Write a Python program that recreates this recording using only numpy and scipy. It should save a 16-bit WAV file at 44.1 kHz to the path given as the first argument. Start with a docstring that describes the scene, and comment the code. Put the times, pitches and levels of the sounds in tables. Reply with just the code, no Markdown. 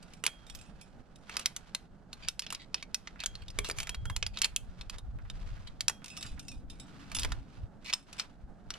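"""A quickdraw clacks dully on a rock face as a climber turns it, unclips it and clips it to a steel bolt hanger.
Each blow is a short burst of noise shaped by the metal; fading sines make the hanger ring and the gate thud.
Gear on the harness jingles with sines too, and filtered noise makes cloth, hands and metal rub, scrape and tap.
The rock wall echoes all this; noise gusts and soft bumps reach the head camera over a faint valley wash."""
import sys
import numpy as np
from scipy import signal
from scipy.fft import rfft, irfft
from scipy.io import wavfile
from scipy.ndimage import uniform_filter1d

SR = 44100
rng = np.random.default_rng(int(sys.argv[2]) if len(sys.argv) > 2 else 0)


def unload_audio(sound):
    """Save the sound as a 16-bit wav file, at the path given as the first command line argument."""
    columns = np.transpose(np.atleast_2d(sound))
    # keep every value between -1 and 1, then stretch to whole-number steps
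    steps = np.round(np.clip(columns, -1, 1) * 32767)
    wavfile.write(sys.argv[1], SR, steps.astype(np.int16))


N = 387198  # length in samples

# Wash of the valley. Each row: frequency in Hz, relative level in dB per Hz.
VALLEY_COLOUR = [(40, 2.5), (100, -5), (190, 3), (260, -5.5), (380, -12), (800, -12), (1000, -21),
                 (1500, -20), (2400, -40), (4000, -42.5), (8000, -44.5), (15000, -62.5)]
VALLEY_DB = -56
# Gusts on the microphone. Each row: time of the height in s, length in s, level in dB before the gust trim.
GUSTS = [(0.6, 0.21, -52.5), (2.23, 0.18, -53), (3.65, 0.59, -44), (4.12, 0.38, -39.5), (4.55, 0.46, -52),
         (5.3, 0.84, -42.5), (6.33, 0.13, -42.5), (6.63, 0.31, -49), (7.27, .26, -37), (7.62, 0.084, -40),
         (8.45, 0.19, -51), (8.7, 0.11, -51.5)]
CALM_DB = -64.5  # the breeze between gusts, before the same trim
# Spectrum of the gusts. Each row: frequency in Hz, relative level in dB per Hz.
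GUST_COLOUR = [(10, -9), (25, -2), (42, -1.5), (70, -10.5), (115, -11), (170, -28.5), (300, -52.5),
               (800, -57.5), (3000, -77)]
# Soft bumps of the moving body at the camera. Each row: time in s, peak in dB, frequency in Hz.
BUMPS = [(3.984, -31.5, 51.3), (4.034, -32.5, 96), (4.113, -32, 84), (5.091, -31.5, 53.2),
         (7.319, -33, 44.4)]
# The jacket brushes the camera as the climber turns to look down. Each row: time in s, level in dB.
JACKET_LEVEL = [(5.3, -79), (6.25, -57), (6.8, -57.5), (7.25, -52), (7.7, -68.5)]
# Spectrum of the jacket. Each row: frequency in Hz, relative level in dB per Hz.
JACKET_COLOUR = [(60, -10.5), (150, -5), (270, -7.5), (450, -28), (4000, -58.5)]
# Strokes of hand, sling or sleeve, one for each move.
# Each row: time of the height in s, length in s, level in dB before the rub trim.
STROKES = [(0.03, 0.23, -59), (0.6, 0.84, -62), (1.37, 0.16, -46.5), (1.66, 0.3, -59.5), (2.2, 0.18, -58),
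           (2.58, 0.33, -64), (3.28, 0.67, -60), (3.76, .32, -54), (4.43, 0.1, -50.5), (4.75, 0.34, -63),
           (4.94, 0.054, -52), (5.53, 0.41, -56.5), (6.21, 0.32, -57), (6.98, .36, -56), (7.23, 0.24, -47),
           (7.55, .2, -62.5), (7.91, 0.14, -55.5), (8.19, 0.17, -53.5), (8.77, 0.12, -53.5)]
RESTING_RUB_DB = -73.5  # clothes never lie quite still; before the same trim
# Spectrum of the rubbing. Each row: frequency in Hz, relative level in dB per Hz.
RUB_COLOUR = [(200, -9), (700, 0), (1400, 4), (1950, -1.5), (2700, -1.5), (5000, -5.5), (8000, -14.5),
              (11000, -21.5), (16000, -44)]
# Fingertips tap the rock and the sling. Each row: start in s, starting level in dB.
TAPS = [(3.159, -51), (3.422, -59), (4.521, -56), (5.188, -52.5), (5.569, -52.5), (6.02, -53),
        (5.252, -54.5), (6.246, -46.5), (6.377, -50.5)]
# Spectrum of the taps. Each row: frequency in Hz, relative level in dB per Hz.
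TAP_COLOUR = [(100, 12), (600, -10), (1400, 8.5), (2500, -1), (5000, -25.5), (16000, -39.5)]
# Metal slides over rock or metal, brighter on the steel of the hanger.
# Each row: start in s, length in s, level in dB before the scrape trim, treble boost in dB.
SCRAPES = [(1.303, 0.032, -53, 1.5), (1.382, 0.065, -52.5, 8), (2.213, 0.091, -53, -14),
           (2.424, 0.033, -53.5, -2), (2.461, 0.13, -55, -9), (2.586, .07, -55, -9),
           (2.751, 0.075, -58, -2), (3.189, .05, -48, -9), (3.416, 0.028, -57.5, 5), (3.635, .06, -45.5, 8),
           (3.758, 0.079, -50, 17), (4.33, 0.068, -53.5, 0), (4.425, .034, -34.5, -5),
           (5.668, 0.023, -48.5, 0), (7.842, .085, -44.5, 1), (8.176, .055, -45.5, 3.5)]
# Spectrum of the scrapes before the treble boost. Each row: frequency in Hz, relative level in dB per Hz.
SCRAPE_COLOUR = [(200, -13.5), (1400, -6), (2500, 6), (4500, 2.5), (7000, -10.5), (10500, -18),
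                 (16000, -38.5)]
# Loose carabiners meet on the harness.
# Each row: start in s, level in dB, strongest mode in Hz, time that mode takes to fall 60 dB in s.
JINGLES = [(0.027, -52, 4700, 0.062), (0.135, -49.5, 3050, 0.029), (0.466, -56.5, 3720, 0.18),
           (0.498, -45.5, 3330, 0.088), (0.549, -43.5, 12300, 0.07), (0.588, -56, 2560, 0.087),
           (0.612, -53.5, 7500, 0.083), (0.659, -67, 2570, 0.31), (0.812, -51, 2510, 0.14),
           (1.158, -55, 3800, 0.038), (6.043, -42, 5570, 0.031), (6.059, -43.5, 2670, 0.04),
           (6.081, -46.5, 5300, 0.065), (6.101, -49, 2560, 0.33), (6.167, -43.5, 5400, 0.25),
           (6.209, -45.5, 3770, 0.22), (6.227, -36, 3820, 0.028), (6.263, -45.5, 4000, 0.16),
           (6.394, -42, 5450, 0.053), (6.482, -42, 5590, 0.12), (6.515, -49.5, 2470, 0.13),
           (6.699, -46, 3650, 0.11), (6.798, -46.5, 3730, 0.16), (7.148, -31, 10560, 0.14),
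           (7.196, -40, 10560, 0.17), (7.845, -54.5, 2770, 0.081), (7.934, -42.5, 5170, 0.15),
           (8.128, -43.5, 2520, 0.054), (8.193, -54, 5030, .1)]
# Modes of a loose carabiner, before chance varies them. Each row: frequency in Hz, relative level in dB.
CARABINER_MODES = [(2550, -0.5), (3050, -5.5), (3650, -1), (4450, -16.5), (5300, 2), (6100, -8), (6850, 0),
                   (8150, 2), (9300, -0.5), (10550, -9), (12000, -22.5)]
# The sprung gate thuds as the carabiner comes off the bolt. Each row: start in s, level in dB.
GATE_THUDS = [(3.588, -35.5), (3.69, -39), (3.711, -42)]
# Modes of the gate. Each row: frequency in Hz, relative level in dB, time to fall 60 dB in s.
GATE_MODES = [(406, -3, 0.12), (463, -2.5, 0.043), (581, -10.5, 0.06)]
# Blows that leave the hanger free to ring until metal presses on it again.
# Each row: start in s, level in dB, free time in s.
HANGER_PINGS = [(0.264, -51, .5), (3.259, -56.5, 0.18), (3.602, -57, .18), (3.786, -50.5, 0.15),
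                (3.893, -53, 0.15), (4.057, -52, 0.064), (4.111, -54, .05), (5.88, -56, 0.18)]
# Modes of the hanger. Each row: frequency in Hz, relative level in dB, time to fall 60 dB in s.
HANGER_MODES = [(3252, 0, .48), (5017, -21, .29), (6557, -18, .34), (7515, -21, .32), (9475, -15, .18),
                (10320, -13, .13), (12440, -21, .16), (13580, -29, .18)]
# Carabiner blows on hanger, rock and harness. Each row: start in s, level in dB over 10 ms, knock in dB,
# sparkle in dB, # main mode in Hz. Knock and sparkle are relative to the middle of the spectrum.
CLACKS = [(0.2388, -32.5, 1.5, 1.5, 2760), (0.2526, -40, -5.5, -6, 3050), (0.2651, -24, -10.5, -1, 9400),
          (0.2764, -37.5, -4.5, -21, 3320), (1.2954, -42, 6, -5, 2440), (1.368, -29.5, -8, -5, 4800),
          (1.3949, -39.5, -8, 2, 8440), (1.4589, -24, -19.5, -5, 5600), (1.5637, -36.5, -11.5, 2, 6660),
          (1.7486, -30.5, -14, -5.5, 4030), (2.1302, -42, -13.5, -8.5, 4100),
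          (2.2854, -28, -16.5, -4.5, 5230), (2.394, -32, -18.5, -4.5, 5000), (2.4212, -43, -14, -12, 3000),
          (2.4653, -41.5, -11, -20, 3300), (2.504, -38.5, -10, -5.5, 2900), (2.5252, -36.5, 4.5, 7.5, 1220),
          (2.5484, -38, -18.5, -10, 5000), (2.7438, -28.5, -14.5, -14.5, 5100),
          (2.8262, -40.5, -7.5, -14, 2230), (2.945, -28.5, -20, -4, 5360), (3.073, -41.5, -2.5, -29, 2060),
          (3.203, -39, -17, -12, 4140), (3.2372, -36.5, -6, -8, 3500), (3.2601, -29, -13.5, 0.5, 6540),
          (3.3536, -43, -16.5, -16, 4200), (3.482, -46, -32, -15, 3680), (3.503, -48.5, -15.5, -8, 5050),
          (3.5881, -28.5, -3.5, -3, 2180), (3.6462, -39, -7, -7, 3840), (3.688, -41, -4, 4, 1190),
          (3.6992, -34, 0.5, -3, 2200), (3.7115, -36, -12.5, -7, 4840), (3.7862, -35.5, -4.5, -1.5, 2300),
          (3.8023, -34, -9, -5, 2320), (3.8308, -40.5, -7, -0.5, 2350), (3.8717, -41, -0.5, -5.5, 2280),
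          (3.8934, -34.5, -7, -2, 2840), (3.9459, -41, -4.5, -9, 2420), (4.0545, -43.5, 5.5, -1, 1590),
          (4.099, -39.5, 7.5, -0.5, 1560), (4.1638, -32.5, -12, -3, 6900), (4.227, -29.5, -10, -31, 2520),
          (4.2651, -32.5, -17, -10, 4800), (4.3728, -36.5, -11, -20, 3900), (4.387, -40.5, -20, -5.5, 3260),
          (4.4177, -24.5, -23, -2, 4900), (4.422, -32, -28.5, -4.5, 5070),
          (4.4448, -24.5, -26.5, -8.5, 4360), (4.4549, -35, -5.5, -0.5, 2860),
          (4.5622, -27, -26.5, 1.5, 2900), (4.8113, -43.5, -12.5, -15.5, 3900),
          (4.8974, -39.5, -10.5, -6.5, 4700), (4.984, -47.5, -7.5, -3.5, 3740),
          (5.2998, -42.5, -12, -13, 3750), (5.8075, -30.5, -17, -5.5, 4600), (5.8823, -22, -14, -1.5, 5500),
          (5.8967, -34, 2, 4, 5870), (6.1742, -41.5, -8, -3, 5400), (7.117, -43, -0.5, -5, 2270),
          (7.148, -46, -10, 9.5, 10700), (7.1665, -36.5, -10, -1.5, 5170), (7.187, -34, -17, -14, 5260),
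          (7.1951, -34.5, -23, 3, 11100), (7.2196, -42, -15, -18, 5260), (7.233, -34, -22.5, -6, 3200),
          (7.2479, -34, 0.5, -3.5, 3320), (7.3198, -37, 0.5, -7, 3730), (7.928, -34, -15.5, -19.5, 3150),
          (7.9354, -24.5, -16, -7, 5300), (8.197, -30.5, -12.5, -14.5, 5000),
          (8.7046, -36, -7.5, -11, 4600), (8.7392, -44.5, -15, -16.5, 2960)]
# Spectrum of metal contact. Each row: frequency in Hz, relative level in dB per Hz.
CLACK_COLOUR = [(100, -28), (400, -12), (800, -9.5), (1300, -2), (1850, -4.5), (2500, 2.5), (5500, 3),
                (7500, 0), (10500, -4), (13000, -16), (16000, -29.5)]
# A firm blow seats the carabiner at once, a light one chatters on:
# the time to fall 60 dB after a blow of FIRM_DB doubles for every LIGHTER_DB less.
FIRM_T60_S, FIRM_DB, LIGHTER_DB = 0.023, -31, 27.5
# Phase between the two microphone ports, for sounds from below.
# Each row: frequency in Hz, lead of the left in radians.
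PORT_PHASE = [(500, 0.38), (1500, 1.06), (2300, 0.72), (3700, -0.53), (5600, -1.67), (9000, -2.07),
              (12000, -1.9)]
# Balance between the ports. Each row: frequency in Hz, left minus right in dB.
PORT_BALANCE = [(200, 3.5), (600, -2), (1200, -6), (2200, -5), (4000, -1), (8000, -1.4), (12000, -2)]
# The gear moves across the ports as the head turns. Each row: time in s, left minus right in dB.
BEARING = [(0.26, -1), (0.55, -4.5), (1.46, 0.5), (4.5, 0), (5.9, 0), (7.2, -0.5), (8.2, 2), (8.7, 2)]
EDGE_HZ = 16300  # upper edge of the camera's sound


def amp(db):
    """Turns decibels into gain."""
    return 10 ** (np.asarray(db) / 20)


def unit(x):
    """Scales a sound to an average strength (rms) of 1."""
    return x / np.sqrt(np.mean(x ** 2) + 1e-20)


def read(points, hz):
    """Reads a table of frequencies by straight lines over log frequency."""
    f, value = np.transpose(points)
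    return np.interp(np.log(hz + 1), np.log(f + 1), value)


def level(curve):
    """Gives the gain at every sample from rows of time in s and level in dB."""
    return amp(np.interp(np.arange(N) / SR, *np.transpose(curve)))


def add(mix, s, sound):
    """Adds a sound into the mix at a time in seconds."""
    start = max(round(s * SR), 0)
    part = mix[:, start:][:, :sound.shape[-1]]
    part += sound[..., :part.shape[1]]


def pan(db):
    """Gives the gains of both channels for a left-right difference."""
    return unit(amp([[db / 2], [-db / 2]]))


def pair(n, same):
    """Makes two white noises that share a part of their power."""
    shared, *own = rng.standard_normal((3, n))
    same = np.clip(same, 0, 1)
    return np.sqrt(same) * shared + np.sqrt(1 - same) * np.array(own)


def colour(x, points):
    """Filters a sound by a spectrum table and scales it to rms 1."""
    n = x.shape[-1]
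    gain = amp(read(points, np.fft.rfftfreq(n, 1 / SR)))
    return unit(irfft(rfft(x) * gain, n))


def wander(n, per_s):
    """Makes a slow random curve of rms 1 that keeps only changes below per_s cycles a second."""
    slow = np.fft.rfftfreq(n, 1 / SR) < per_s
    return unit(irfft(rfft(rng.standard_normal(n)) * slow, n))


def swells(rows, rest_db, edge_db, shape):
    """Gives a gain that rises from rest and falls back, edge_db lower at both ends of each event's length."""
    t = np.arange(0, N, 64)  # a coarse grid is enough for slow changes
    power = amp(rest_db) ** 2
    for s, length, db in rows:
        distance = abs(2 * (t / SR - s) / length)
        power = power + amp(db + edge_db * distance ** shape) ** 2
    return np.interp(np.arange(N), t, np.sqrt(power))


def causal(gain):
    """Builds a response with this gain that rings only after the blow (minimum phase)."""
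    log = np.log(gain + 1e-5)
    mirrored = np.r_[log, log[-2:0:-1]]
    return np.exp(np.conj(signal.hilbert(mirrored)))[:len(gain)]


def ring(modes, spread=0.64):
    """Lets sines start at about rms 1 together and die away; each reaches the two ports a little differently."""
    hz, db, t60 = np.transpose(modes)
    step = np.exp((2j * np.pi * hz - np.log(1000) / t60) / SR)  # turn and loss in one sample
    waves = np.cumprod(np.broadcast_to(step[:, None], (len(hz), int(t60.max() * SR))), axis=1)
    ports = amp(db) * np.exp(1j * spread * rng.standard_normal((2, len(hz))))
    return (ports @ waves).imag / np.sqrt(np.sum(amp(db) ** 2) / 2)


def ripple(hz, depth_db, spacing_hz=520.):
    """Gives the close peaks and valleys of a carabiner's response, which change with every grip."""
    return amp(depth_db * wander(len(hz), SR * hz[1] / spacing_hz))


def valley():
    """The distant valley is a faint wash of filtered noise, wavering gently and stronger on the right."""
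    wash = colour(pair(N, 0.65), VALLEY_COLOUR) * amp(1.6 * wander(N, 14))
    return amp(VALLEY_DB) * wash * pan(-4.2)


def gusts(trim_db=3.0, lumps_db=3.5):
    """Wind on the microphone is lumpy low noise, mostly unrelated at the two ports."""
    lumpy = unit(colour(pair(N, 0.24), GUST_COLOUR) * amp(lumps_db * wander(N, 23)))
    strength = swells(GUSTS, CALM_DB, edge_db=-8.0, shape=2.1)
    return amp(trim_db) * strength * lumpy


def rock_face(x, t60=0.25, wet_db=-20.0, near_t60=0.06, near_db=-18.0):
    """The rough wall and its overhang scatter back a quick echo and a thin, longer tail, both fading noise."""
    t = np.arange(SR // 2) / SR
    wall_colour = [(200, 9), (1500, 1.5), (5000, -7.0), (10000, -5), (16000, -2)]  # Hz, dB
    scatter = colour(pair(len(t), 0.51), wall_colour) * (t > .003)  # the sound needs 3 ms to return
    tail = amp(wet_db) * unit(scatter * amp(-60 * t / t60))
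    near = amp(near_db) * unit(scatter * amp(-60 * t / near_t60))
    return signal.fftconvolve(x, (tail + near) / np.sqrt(len(t)), axes=1)[:, :N]


def bumps(cycles=0.65):
    """Each bump rocks the camera for a cycle or two: a low sine that swells and fades."""
    out = np.zeros((2, N))
    t = np.arange(-SR // 10, SR // 10) / SR
    for s, db, hz in BUMPS:
        phase = 2 * np.pi * rng.random() + 0.75 * rng.standard_normal((2, 1))
        swell = np.exp(-(t * hz / cycles) ** 2)
        add(out, s + t[0], amp(db) * swell * np.sin(2 * np.pi * hz * t + phase))
    return out


def jacket():
    """Cloth brushing the camera is low, dull noise that follows a level curve."""
    return level(JACKET_LEVEL) * colour(pair(N, 0.84), JACKET_COLOUR)


def grit(n, points, per_s, size_db, hiss):
    """Rubbing is many tiny slips of very unequal size over a smooth hiss."""
    sizes = amp(size_db * np.minimum(rng.exponential(1, n), 4))
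    slips = (rng.random(n) < per_s / SR) * sizes
    bursts = signal.lfilter([1], [1, -np.exp(-1 / (0.0027 * SR))], slips)  # each slip fades over 2.7 ms
    return colour(pair(n, 0.5) * (unit(bursts) + hiss), points)


def rubbing(trim_db=-4.5):
    """Cloth and skin rub softly all along, louder and slightly uneven with each stroke's pressure."""
    pressure = swells(STROKES, RESTING_RUB_DB, edge_db=-6.0, shape=1.8)
    unevenness = amp(2.5 * wander(N, 20))
    weave = grit(N, RUB_COLOUR, per_s=700, size_db=2.5, hiss=0.8)
    return amp(trim_db) * pressure * unevenness * weave


def taps(t60=0.088):
    """Each fingertip tap is a burst of noise that starts at once and dies away."""
    out = np.zeros((2, N))
    t = np.arange(SR // 10) / SR
    for s, db in TAPS:
        add(out, s, amp(db - 60 * t / t60) * colour(pair(len(t), 0.66), TAP_COLOUR))
    return out


def scrapes(trim_db=1.5, ripple_db=4.5):
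    """Metal slides in short strokes of gritty slips that sound its resonances."""
    out = np.zeros((2, N))
    for s, length, db, treble_db in SCRAPES:
        n = int(length * SR)
        hz = np.fft.rfftfreq(n, 1 / SR)
        slips = grit(n, SCRAPE_COLOUR, per_s=300, size_db=3.0, hiss=0.65)
        treble = amp(read([(4500, 0), (11000, treble_db)], hz))
        stroke = unit(irfft(rfft(slips) * ripple(hz, ripple_db) * treble, n))
        add(out, s, amp(db + trim_db) * stroke * signal.windows.tukey(n, .5))
    return out


def clink(t60, strongest=(), detune=0.054, uneven_db=-4.5, damping=0.3, chatter_db=4.5, chatter_t60=0.028):
    """Two loose carabiners of unlike tuning meet with a short buzz; their high modes die first."""
    hz, db = np.transpose(CARABINER_MODES + CARABINER_MODES)
    tuning, luck = rng.standard_normal((2, len(hz)))
    mode_t60 = t60 * (hz[2] / hz) ** damping
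    modes = np.c_[hz * (1 + detune * tuning), db + uneven_db * luck, mode_t60]
    sound = ring(np.vstack([modes, *strongest]))
    t = np.arange(SR // 10) / SR
    buzz = colour(pair(len(t), 0.65), CLACK_COLOUR) * amp(chatter_db - 60 * t / chatter_t60)
    add(sound, 0, buzz)
    # a glancing touch builds up over about a millisecond
    return sound * (1 - np.exp(-np.arange(sound.shape[1]) / SR / .0008))


def harness(strongest_db=10.0, others_ring=0.92, rattle_s=0.099, neighbour_db=-15.0, fade_db=-11.,
            neighbour_t60=0.16, count=4):
    """Each meeting of carabiners sets neighbours on the gear loop rattling, ever more weakly."""
    out = np.zeros((2, N))
    for s, db, hz, t60 in JINGLES:
        add(out, s, amp(db) * clink(others_ring * t60, [(hz, strongest_db, t60)]))
        # late runs from 0 to 1 over the rattle
        for late in (np.arange(count) + rng.random(count)) / count:
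            weaker = amp(db + neighbour_db + late * fade_db)
            add(out, s + late * rattle_s, weaker * clink(neighbour_t60))
    return out


def gate_thuds():
    """The sprung gate gives a thud of a few low, quickly dying sines."""
    out = np.zeros((2, N))
    for s, db in GATE_THUDS:
        add(out, s, amp(db) * ring(GATE_MODES))
    return out


def hanger():
    """The struck steel hanger rings freely, then dies fast once metal presses on it."""
    out = np.zeros((2, N))
    for s, db, free in HANGER_PINGS:
        sound = ring(HANGER_MODES)
        pressed = np.maximum(np.arange(sound.shape[1]) / SR - free, 0)  # s since the pressing began
        add(out, s, amp(db) * sound * np.exp(-pressed / .005))
    return out


def chatter_s(db):
    """Tells how long the chatter of a blow of this strength takes to fall by 60 dB."""
    return FIRM_T60_S * 2 ** ((FIRM_DB - db) / LIGHTER_DB)


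def clack(db, knock_db, sparkle_db, main_hz, contact=5.5, main_db=6.0, width_hz=210.0, same=0.96,
          flat=0.67, ripple_db=2.5, size=4096):
    """A hard contact and a brief chatter excite a carabiner that is damped within milliseconds."""
    t, hz = np.arange(size) / SR, np.fft.rfftfreq(size, 1 / SR)
    force = pair(size, same) * amp(-60 * t / chatter_s(db))
    force[:, 7:10] += contact * np.array([.2, .6, .2])
    spectrum = rfft(force)
    # so short a contact drives all frequencies about equally: partly even out the force
    drive = uniform_filter1d((abs(spectrum) ** 2).mean(0), size=60) ** (flat / 2)
    body = 1 + amp(main_db) / np.hypot(1, (hz - main_hz) / width_hz) ** 2
    spectrum = spectrum * causal(body / drive * ripple(hz, ripple_db) * amp(read(CLACK_COLOUR, hz)))
    # how and where it lands shares the energy between knock, body and sparkle
    low = 1 / (1 + (hz / 1800) ** 8)
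    high = 1 - 1 / (1 + (hz / 6500) ** 12)
    power = (abs(spectrum) ** 2).mean(0)
    shares = np.zeros(len(hz))
    for band, share_db in [(low, knock_db), (1 - low - high, 0), (high, sparkle_db)]:
        shares += band * amp(share_db) ** 2 / (band @ power)
    sound = irfft(spectrum * causal(np.sqrt(abs(shares) / shares.max())))
    return amp(db) * np.sqrt(SR / 100 / size) * unit(sound)  # level as if all fell within 10 ms


def carabiner_blows():
    """Carabiners strike hanger, rock and each other on the harness, one clack for each blow."""
    out = np.zeros((2, N))
    for s, *blow in CLACKS:
        add(out, s, clack(*blow))
    return out


def scene():
    """The gear below the camera reaches the two ports unequally and out of step; wall and air surround it."""
    hz, side = np.fft.rfftfreq(N, 1 / SR), np.array([[.5], [-.5]])  # half for each port
    ports = amp(side * read(PORT_BALANCE, hz)) * np.exp(1j * side * read(PORT_PHASE, hz))
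    handling = jacket() + rubbing() + taps() + scrapes()
    metal = harness() + gate_thuds() + hanger() + carabiner_blows()
    gear = irfft(rfft(handling + metal) * ports, N) * level(BEARING) ** side
    return valley() + gusts() + rock_face(gear) + bumps() + gear


def record(dry):
    """The camera limits the band: a steep filter removes what lies above its upper edge."""
    lowpass = signal.firwin(511, EDGE_HZ, window=("kaiser", 9), fs=SR)
    return signal.oaconvolve(dry, lowpass[None], "same")


dry = scene()
out = record(dry)
unload_audio(out)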